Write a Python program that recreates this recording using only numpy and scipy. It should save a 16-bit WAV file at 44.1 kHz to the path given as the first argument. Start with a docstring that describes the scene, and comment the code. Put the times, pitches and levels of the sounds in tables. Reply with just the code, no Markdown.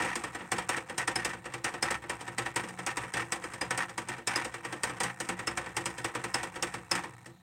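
"""A small room, with a wire and plastic cage in it where a hamster runs in a plastic wheel; one microphone channel.
Each footfall throws the loose wheel against its axle: a thud of the cage, a clack of the drum, a sharp tick,
then a weaker rebound. These are noise echoes with quick decays over a slower tail, shaped by resonances.
Between them the drum chatters in short runs, the axle pings and the rolling wheel rumbles with small taps.
Near the end the footfalls cease and the rumble sinks into the filtered noise of the quiet room."""
import sys
import numpy as np
from scipy import signal
from scipy.io import wavfile

SR = 44100
rng = np.random.default_rng(int(sys.argv[2]) if len(sys.argv) > 2 else 0)


def bounce(signal):
    """Save signal as a 16-bit WAV file at the path given by the first command-line argument."""
    frames = np.transpose(np.atleast_2d(signal))
    limited = np.clip(frames, -1, 1)
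    pcm = np.round(limited * 32767).astype(np.int16)
    wavfile.write(sys.argv[1], SR, pcm)


N = 327209

# Levels in the tables are relative: each source sets its own balance on top of them.
# Air of the room. Each row: frequency in Hz, level in dB per Hz.
AIR_SPECTRUM = [(25, -18), (60, -30), (110, 9), (170, 0), (450, -37), (700, -15), (1400, -32), (3300, -29),
                (4000, -20.5), (5000, -41), (7000, -30), (8500, -39), (10000, -38), (16000, -37)]
# Rumble of the turning wheel, straight between points. Each row: time in seconds, level in dB.
ROLLING_LEVEL = [(0, -40), (.3, -47.5), (.8, -48), (1.45, -54.5), (2.3, -47.5), (3.4, -45.5), (4.3, -57.5),
                 (4.7, -44.5), (5.1, -48.5), (6.25, -47.5), (6.86, -50), (7.2, -49.5), (7.32, -58)]
# Spells in which the drum chatters. Each row: start in seconds, length in seconds, level in dB.
CHATTER_SPELLS = [(0, 0.14, -37), (0.715, 0.084, -38), (0.997, 0.045, -37.5), (1.185, 0.14, -41.5),
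                  (1.658, 0.043, -37.5), (1.851, 0.12, -37), (2.461, 0.018, -37.5), (2.567, 0.04, -38),
                  (2.87, 0.054, -37), (3.156, 0.076, -36.5), (3.787, 0.058, -35), (4.101, 0.051, -40.5),
                  (4.283, .16, -36.5), (5.036, 0.077, -41), (6.35, 0.073, -43), (6.926, 0.088, -38.5)]
# The drum under a light bounce. Each row: frequency in Hz, level in dB per Hz.
BOUNCE_SPECTRUM = [(60, -31), (300, -6), (520, -20), (635, -8.5), (760, -1), (1300, -0.5), (2000, 0.5),
                   (2600, -3.5), (3300, -8), (4200, -14), (7000, -15.5), (16000, -53.5)]
# Low modes of the cage and its stand. Each row: frequency in Hz, width in Hz, level in dB.
CAGE_MODES = [(68.6, 5.4, -5), (88, 3.4, -18.5), (124.4, 11.6, -1), (128, 7.6, -10), (181.8, 5.8, 1.5),
              (230.5, 23.6, -5), (299.7, 31, -5), (338.7, 16, 2), (453, 35, -7), (487, 34, -5.5),
              (521.5, 6.1, -7)]
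# Blows that set the axle ringing. Each row: start in seconds, level in dB, pitch in Hz.
AXLE_PINGS = [(1.159, -29.5, 5160), (1.827, -32, 5200), (3.613, -34, 5010), (4.274, -33, 5270),
              (4.358, -30, 5060), (5.474, -33.5, 5220), (6.341, -32, 5140), (6.9145, -27, 5150)]
# Modes of the axle. Each row: multiple of the pitch, width in Hz, level in dB.
AXLE_MODES = [(1, 190, 6), (.975, 260, -2), (1.974, 340, -7.5)]
# Footfalls that knock the wheel against its axle, about eleven a second.
# Each row: start in seconds, tick level in dB, clack level in dB.
FOOTFALLS = [(0.0014, -34, -30), (0.0204, -29, -29.5), (0.0479, -30, -33.5), (0.155, -23, -31),
             (0.2374, -29, -32), (0.3477, -31.5, -34), (0.4057, -50, -38), (0.5174, -20, -26),
             (0.5825, -26.5, -28.5), (0.6907, -19.5, -26.5), (0.7672, -29, -34), (0.8961, -34, -35.5),
             (0.9794, -19.5, -29), (1.076, -21.5, -26), (1.1565, -22.5, -29), (1.2479, -19.5, -28.5),
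             (1.332, -36, -37), (1.4542, -35, -36), (1.5376, -30, -34), (1.6429, -21, -27.5),
             (1.7384, -34, -34), (1.8253, -19.5, -26.5), (1.9071, -22.5, -29), (2.0374, -47, -41.5),
             (2.0954, -25.5, -29.5), (2.2082, -33.5, -40), (2.2773, -34.5, -36.5), (2.3817, -22.5, -26.5),
             (2.4589, -32, -33), (2.5602, -20.5, -27), (2.636, -35.5, -38), (2.6862, -33.5, -43.5),
             (2.788, -33, -35), (2.8642, -22, -31), (2.9699, -25, -28.5), (3.0339, -39, -36),
             (3.1379, -25.5, -29.5), (3.1691, -28.5, -34.5), (3.2015, -32, -37), (3.3209, -20, -28.5),
             (3.4384, -31.5, -36), (3.5356, -31, -38), (3.6117, -25.5, -28), (3.707, -23.5, -26.5),
             (3.7758, -22.5, -30.5), (3.8931, -36, -43.5), (3.9783, -25, -31.5), (4.0861, -28, -33.5),
             (4.1806, -40.5, -42), (4.2721, -19, -29.5), (4.3582, -21.5, -28.5), (4.4458, -27, -34.5),
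             (4.5403, -32, -35.5), (4.6482, -31, -34.5), (4.7243, -30.5, -33), (4.834, -19.5, -27),
             (4.8947, -34.5, -33.5), (5.003, -21.5, -27.5), (5.0339, -21.5, -31.5), (5.2018, -23.5, -32.5),
             (5.2887, -24, -28.5), (5.391, -32.5, -33.5), (5.471, -23, -27), (5.5732, -24.5, -29),
             (5.6597, -39.5, -36), (5.7663, -21, -27.5), (5.8571, -21.5, -30), (5.9803, -30.5, -38.5),
             (6.044, -23.5, -28), (6.1501, -28, -29), (6.2396, -26.5, -32), (6.342, -20, -26),
             (6.4306, -26.5, -31), (6.557, -33, -36.5), (6.6253, -19.5, -27.5), (6.7396, -29.5, -33.5),
             (6.913, -19, -27.5), (6.9519, -24, -32), (7.036, -35.5, -35.5), (7.2583, -38.5, -48)]
# The hard edge of the contact. Each row: frequency in Hz, level in dB per Hz.
TICK_SPECTRUM = [(500, -41), (2000, 0), (3200, -2.5), (4200, -7.5), (5200, -2.5), (6200, -4), (7100, -3.5),
                 (8000, 0.5), (8700, 2.5), (9400, -10.5), (10500, -14.5), (11500, -18.5), (16000, -24.5)]
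# The snap of a hard blow. Each row: frequency in Hz, level in dB per Hz.
SNAP_SPECTRUM = [(2000, -53), (5000, 0.5), (7000, -5.5), (8400, 5), (9000, 0.5), (10200, -15), (16000, -28)]
# Broad response of the drum to a full blow. Each row: frequency in Hz, level in dB per Hz.
CLACK_SPECTRUM = [(60, -30.5), (250, -5.5), (450, -0.5), (560, 0), (635, -9.5), (730, 2), (1100, 2.5),
                  (1650, -0.5), (2100, -2), (2600, -4), (3300, -7.5), (4200, -16), (7000, -27.5),
                  (16000, -50)]
# Resonances of the plastic drum. Each row: frequency in Hz, width in Hz, rise in dB over its broad response.
DRUM_RESONANCES = [(737, 35, 5.5), (807, 26, 6), (882, 32, 4.5), (958, 41, 7), (1052, 16, 6.5),
                   (1161, 13, 5), (1298, 82, 6), (1506, 28, 6.5), (1596, 23, 5.5), (1748, 53, 4),
                   (1834, 85, 10.5), (1943, 120, 6), (2000, 80, 0), (2210, 51, 6.5), (2354, 95, 5),
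                   (2650, 175, 4.5)]

AIR_DB = -57
WIRES_DB = -26  # below the wheel
ROLL_SAG_DB_PER_S = 20.5  # the rumble quietens while it waits for the next hard stride
BOUNCES_PER_S, BOUNCE_T60_S = 85, 0.035
SNAP_T60_S = 0.013
LEAD_S, LEAD_DB = 0.0052, -17  # a light first touch comes just before each full blow
RIM_ECHO_S, RIM_SHARE = 0.0016, 0.44  # echo from the rim: longest round trip, relative amplitude
LIGHT_STEP_DB = -27.5  # a softer tick marks a light step, any other a hard stride
SCUFF_LEAD_S, SCUFF_SPREAD_S = 0.014, 0.0032  # in light steps the claws touch first
FULL_CLACK_DB = -27.5  # the clack of a full stride
THUD_DB, THUD_GROWTH = -38, 0.6  # thud of a full stride; dB of thud per dB of clack
REBOUND_S, REBOUND_SPREAD_S = 0.039, 0.005  # the wheel falls back once after each footfall
REBOUND_TICK_DB, REBOUND_CLACK_DB, REBOUND_THUD_DB = -15.5, -12.5, -15  # relative to the footfall
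CLAWS_PER_S, CLAW_SPREAD_DB = 1.5, 1  # stray claw taps; level spread of all claw taps
CLAW_TICK_DB, CLAW_CLACK_DB, CLAW_THUD_DB = -45.5, -45, -62.5
STOP_S = 7.2  # no claw taps after this
EDGE_HZ = 16200


def gain_of(db):
    """Amplitude factor for a level in dB."""
    return 10 ** (np.asarray(db) / 20)


def evened(x):
    """Scales to rms 1."""
    return x / np.sqrt(np.mean(x ** 2) + 1e-20)


def read(points, hz):
    """A spectrum in dB, straight between its points on a log axis."""
    f, db = np.transpose(points)
    return np.interp(np.log(hz + 1), np.log(f + 1), db)


def add(mix, s, sound):
    """Lays a sound into the mix at time s."""
    part = mix[max(round(s * SR), 0):][:len(sound)]
    part += sound[:len(part)]


def colour(x, points, bumps=(), size=8192):
    """Causal minimum-phase filter of unit energy: a broad response with resonances on top."""
    hz = abs(np.fft.fftfreq(size, 1 / SR))
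    db = read(points, hz)
    for f, width, rise in bumps:
        db = db + rise / (1 + (2 * (hz - f) / width) ** 2)
    # the phase follows from the log magnitude
    response = np.exp(np.conj(signal.hilbert(np.log(gain_of(db)))))
    ring = np.fft.ifft(response).real[:size // 2]
    return signal.oaconvolve(x, ring / np.linalg.norm(ring))[:N]


def bursts(sizes, t60):
    """Turns single impacts into short bursts of noise with decaying power."""
    decay = np.exp(-2 * np.log(1000) / (t60 * SR))
    power = signal.lfilter([1], [1, -decay], sizes ** 2)
    return np.sqrt(power) * rng.standard_normal(N)


def scatter(times, levels_db, rise, t60, tail_db, tail_t60, alike, rim=0):
    """Each blow spreads into dense echoes: a quick decay in the plastic, a slower one in cage and room."""
    t = np.arange(SR // 3) / SR
    quick, slow = gain_of(-60 * t / t60), gain_of(tail_db - 60 * t / tail_t60)
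    shape = (1 - np.exp(-t / rise)) * np.hypot(quick, slow)
    alike = np.clip(alike, 0, 1)  # share of the echo paths that stays the same as the wheel turns
    paths, out = rng.choice([-1., 1.], len(t)), np.zeros(N)
    for s, db in zip(times, levels_db):
        fresh = rng.choice([-1., 1.], len(t))
        echoes = np.where(rng.random(len(t)) < alike, paths, fresh)
        trip = round(RIM_ECHO_S * rng.uniform(0.5, 1) * SR)  # drawn anew for each blow
        add(out, s, gain_of(db) * shape * evened(echoes + rim * np.roll(echoes, trip)))
    return out


def with_first_touch(x):
    """The wheel brushes its stop a moment before it lands: a fainter, earlier copy."""
    early = np.interp(np.arange(N) + LEAD_S * SR, np.arange(N), x, right=0)
    return x + gain_of(LEAD_DB) * early


def room():
    """The still air of the room: steady noise, strongest in the lows."""
    return gain_of(AIR_DB) * colour(rng.standard_normal(N), AIR_SPECTRUM)


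def wires(knocking, hz=519, t60=0.58):
    """The bars of the cage pick up the wheel's knocks and sing on faintly, a decaying tone after each."""
    t = np.arange(2 * SR) / SR
    ring = gain_of(-60 * t / t60) * np.sin(2 * np.pi * hz * t)
    singing = signal.oaconvolve(knocking, ring)[:N]
    return gain_of(WIRES_DB) * np.std(knocking) * evened(singing)


def rolling(per_s=300, spread_db=3):
    """Claws and axle give a stream of small random taps, fading after each hard stride."""
    sizes_db = np.minimum(spread_db * rng.exponential(1, N), 8)
    impacts = gain_of(sizes_db) * (rng.random(N) < per_s / SR)
    t = np.arange(N) / SR
    pushes = np.array([0] + [s for s, tick_db, _ in FOOTFALLS if tick_db >= LIGHT_STEP_DB])
    latest = np.maximum(np.searchsorted(pushes, t) - 1, 0)
    waited = t - pushes[latest]
    level_db = np.interp(t, *np.transpose(ROLLING_LEVEL)) - ROLL_SAG_DB_PER_S * waited
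    return gain_of(level_db) * evened(bursts(impacts, t60=0.017))


def chatter(jitter=0.3, spread_db=0.5, count=24):
    """The drum bounces on its axle in quick, uneven runs, each bounce a burst with two decays."""
    impacts = np.zeros(N)
    for s, length, db in CHATTER_SPELLS:
        slip, size = rng.standard_normal((2, count))
        delays = abs(np.arange(count) + jitter * slip) / BOUNCES_PER_S
        fade = np.clip((length - delays) * BOUNCES_PER_S, 0, 1)  # ends the run over one bounce
        for delay, gain in zip(delays, fade * gain_of(db + spread_db * size)):
            add(impacts, s + delay, np.array([gain]))
    quick = gain_of(5.5) * bursts(impacts, t60=BOUNCE_T60_S)
    return quick + gain_of(2.0) * bursts(impacts, t60=0.084)


def blows():
    """All blows on the wheel, as rows (s, tick dB, clack dB, thud dB): footfalls, their rebounds, claw taps."""
    s, tick_db, clack_db = np.transpose(FOOTFALLS)
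    rebound_slip, scuff_slip = rng.standard_normal((len(s), 2)).T
    thud_db = THUD_DB + THUD_GROWTH * (clack_db - FULL_CLACK_DB)
    feet = np.column_stack([s, tick_db, clack_db, thud_db])
    rebounds = feet + [REBOUND_S, REBOUND_TICK_DB, REBOUND_CLACK_DB, REBOUND_THUD_DB]
    rebounds[:, 0] += REBOUND_SPREAD_S * rebound_slip
    scuffs = (s - SCUFF_LEAD_S + SCUFF_SPREAD_S * scuff_slip)[tick_db < LIGHT_STEP_DB]
    strays = np.flatnonzero(rng.random(N) < CLAWS_PER_S / SR) / SR
    times = np.append(scuffs, strays)
    times = times[times < STOP_S]
    spread = CLAW_SPREAD_DB * rng.standard_normal((len(times), 1))
    claws = np.column_stack([times, spread + [CLAW_TICK_DB, CLAW_CLACK_DB, CLAW_THUD_DB]])
    return np.vstack([feet, rebounds, claws])


def cage(hits, bounces, taps, lag_s=0.00399):
    """A moment after each knock the push reaches the cage, whose low damped modes hum on between strides."""
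    s, _, _, thud_db = np.transpose(hits)
    push = scatter(s + lag_s, thud_db + 3.5, rise=0.0025, t60=0.17, tail_db=-11.5, tail_t60=0.38, alike=0.082)
    for at, db in zip(s + lag_s, thud_db):
        add(push, at, np.array([gain_of(db + 25.5)]))  # a single sharp shove
    push = push + gain_of(-22.5) * bounces + gain_of(-8.5) * taps
    t, ring = np.arange(SR // 2) / SR, 0
    for hz, width, db in CAGE_MODES:
        decay = width * np.exp(-np.pi * width * t)
        ring = ring + gain_of(db) * decay * np.cos(2 * np.pi * hz * t)
    low = signal.oaconvolve(push, ring / np.linalg.norm(ring))[:N]
    return signal.sosfilt(signal.butter(2, [50, 650], "bandpass", fs=SR, output="sos"), low)


def axle(scrape_s=0.0045, rough=0.41):
    """A short, rough scrape sets the axle ringing, at a slightly different pitch each time."""
    t, out = np.arange(SR // 8) / SR, np.zeros(N)
    contact = np.exp(-(2 * t / scrape_s - 1) ** 4)
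    for s, db, pitch in AXLE_PINGS:
        for multiple, width, level in AXLE_MODES:
            hz = multiple * pitch
            wander = np.cumsum(rng.standard_normal(len(t))) * rough * np.sqrt(hz / SR) / 2
            grip = np.exp(1j * wander)  # the roughness wanders the phase
            ring = signal.lfilter([1], [1, -np.exp(-np.pi * width / SR)], contact * grip)
            tone = (ring / abs(ring).max() * np.exp(2j * np.pi * hz * t)).real
            add(out, s, gain_of(db + level) * tone)
    echoes = rng.standard_normal(len(t)) * gain_of(-60 * t / 0.12)
    return out + gain_of(-6) * signal.oaconvolve(out, echoes / np.linalg.norm(echoes))[:N]


def ticks(hits, bounces, taps):
    """The bright edge of hard plastic meeting plastic; a short, high snap grows with the blow's hardness."""
    s, tick_db, _, _ = np.transpose(hits)
    strikes = scatter(s, tick_db - 6.0, rise=0.0024, t60=0.068, tail_db=-15, tail_t60=0.18,
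                      alike=0.3, rim=RIM_SHARE)
    hardness_db = tick_db - tick_db.max()
    snaps = scatter(s, tick_db - 2.5 + 0.5 * hardness_db, rise=0.00009, t60=SNAP_T60_S,
                    tail_db=-20, tail_t60=0.05, alike=0.35, rim=RIM_SHARE)
    edge = with_first_touch(strikes) + gain_of(-16.0) * bounces + gain_of(-9) * taps
    return colour(edge, TICK_SPECTRUM) + colour(snaps, SNAP_SPECTRUM)


def drum(hits, bounces, taps):
    """The hollow clack of the resonant plastic drum; light bounces get a spectrum of their own."""
    s, _, clack_db, _ = np.transpose(hits)
    clacks = scatter(s, clack_db + 1.03, rise=0.0016, t60=0.1, tail_db=-7.5, tail_t60=0.23, alike=0.03)
    full = colour(with_first_touch(clacks) + taps, CLACK_SPECTRUM, DRUM_RESONANCES)
    return full + colour(bounces, BOUNCE_SPECTRUM, DRUM_RESONANCES)


def scene():
    """Room, cage and wheel, in one microphone channel."""
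    bounces, taps, hits = chatter(), rolling(), blows()
    wheel = drum(hits, bounces, taps) + ticks(hits, bounces, taps) + axle()
    return (room() + wires(wheel) + cage(hits, bounces, taps) + wheel)[None]


def record(dry):
    """The upper band limit of the microphone channel, a steep low-pass."""
    lowpass = signal.firwin(511, EDGE_HZ, window=("kaiser", 9), fs=SR)
    return signal.oaconvolve(dry, lowpass[None], "same")


dry = scene()
out = record(dry)
bounce(out)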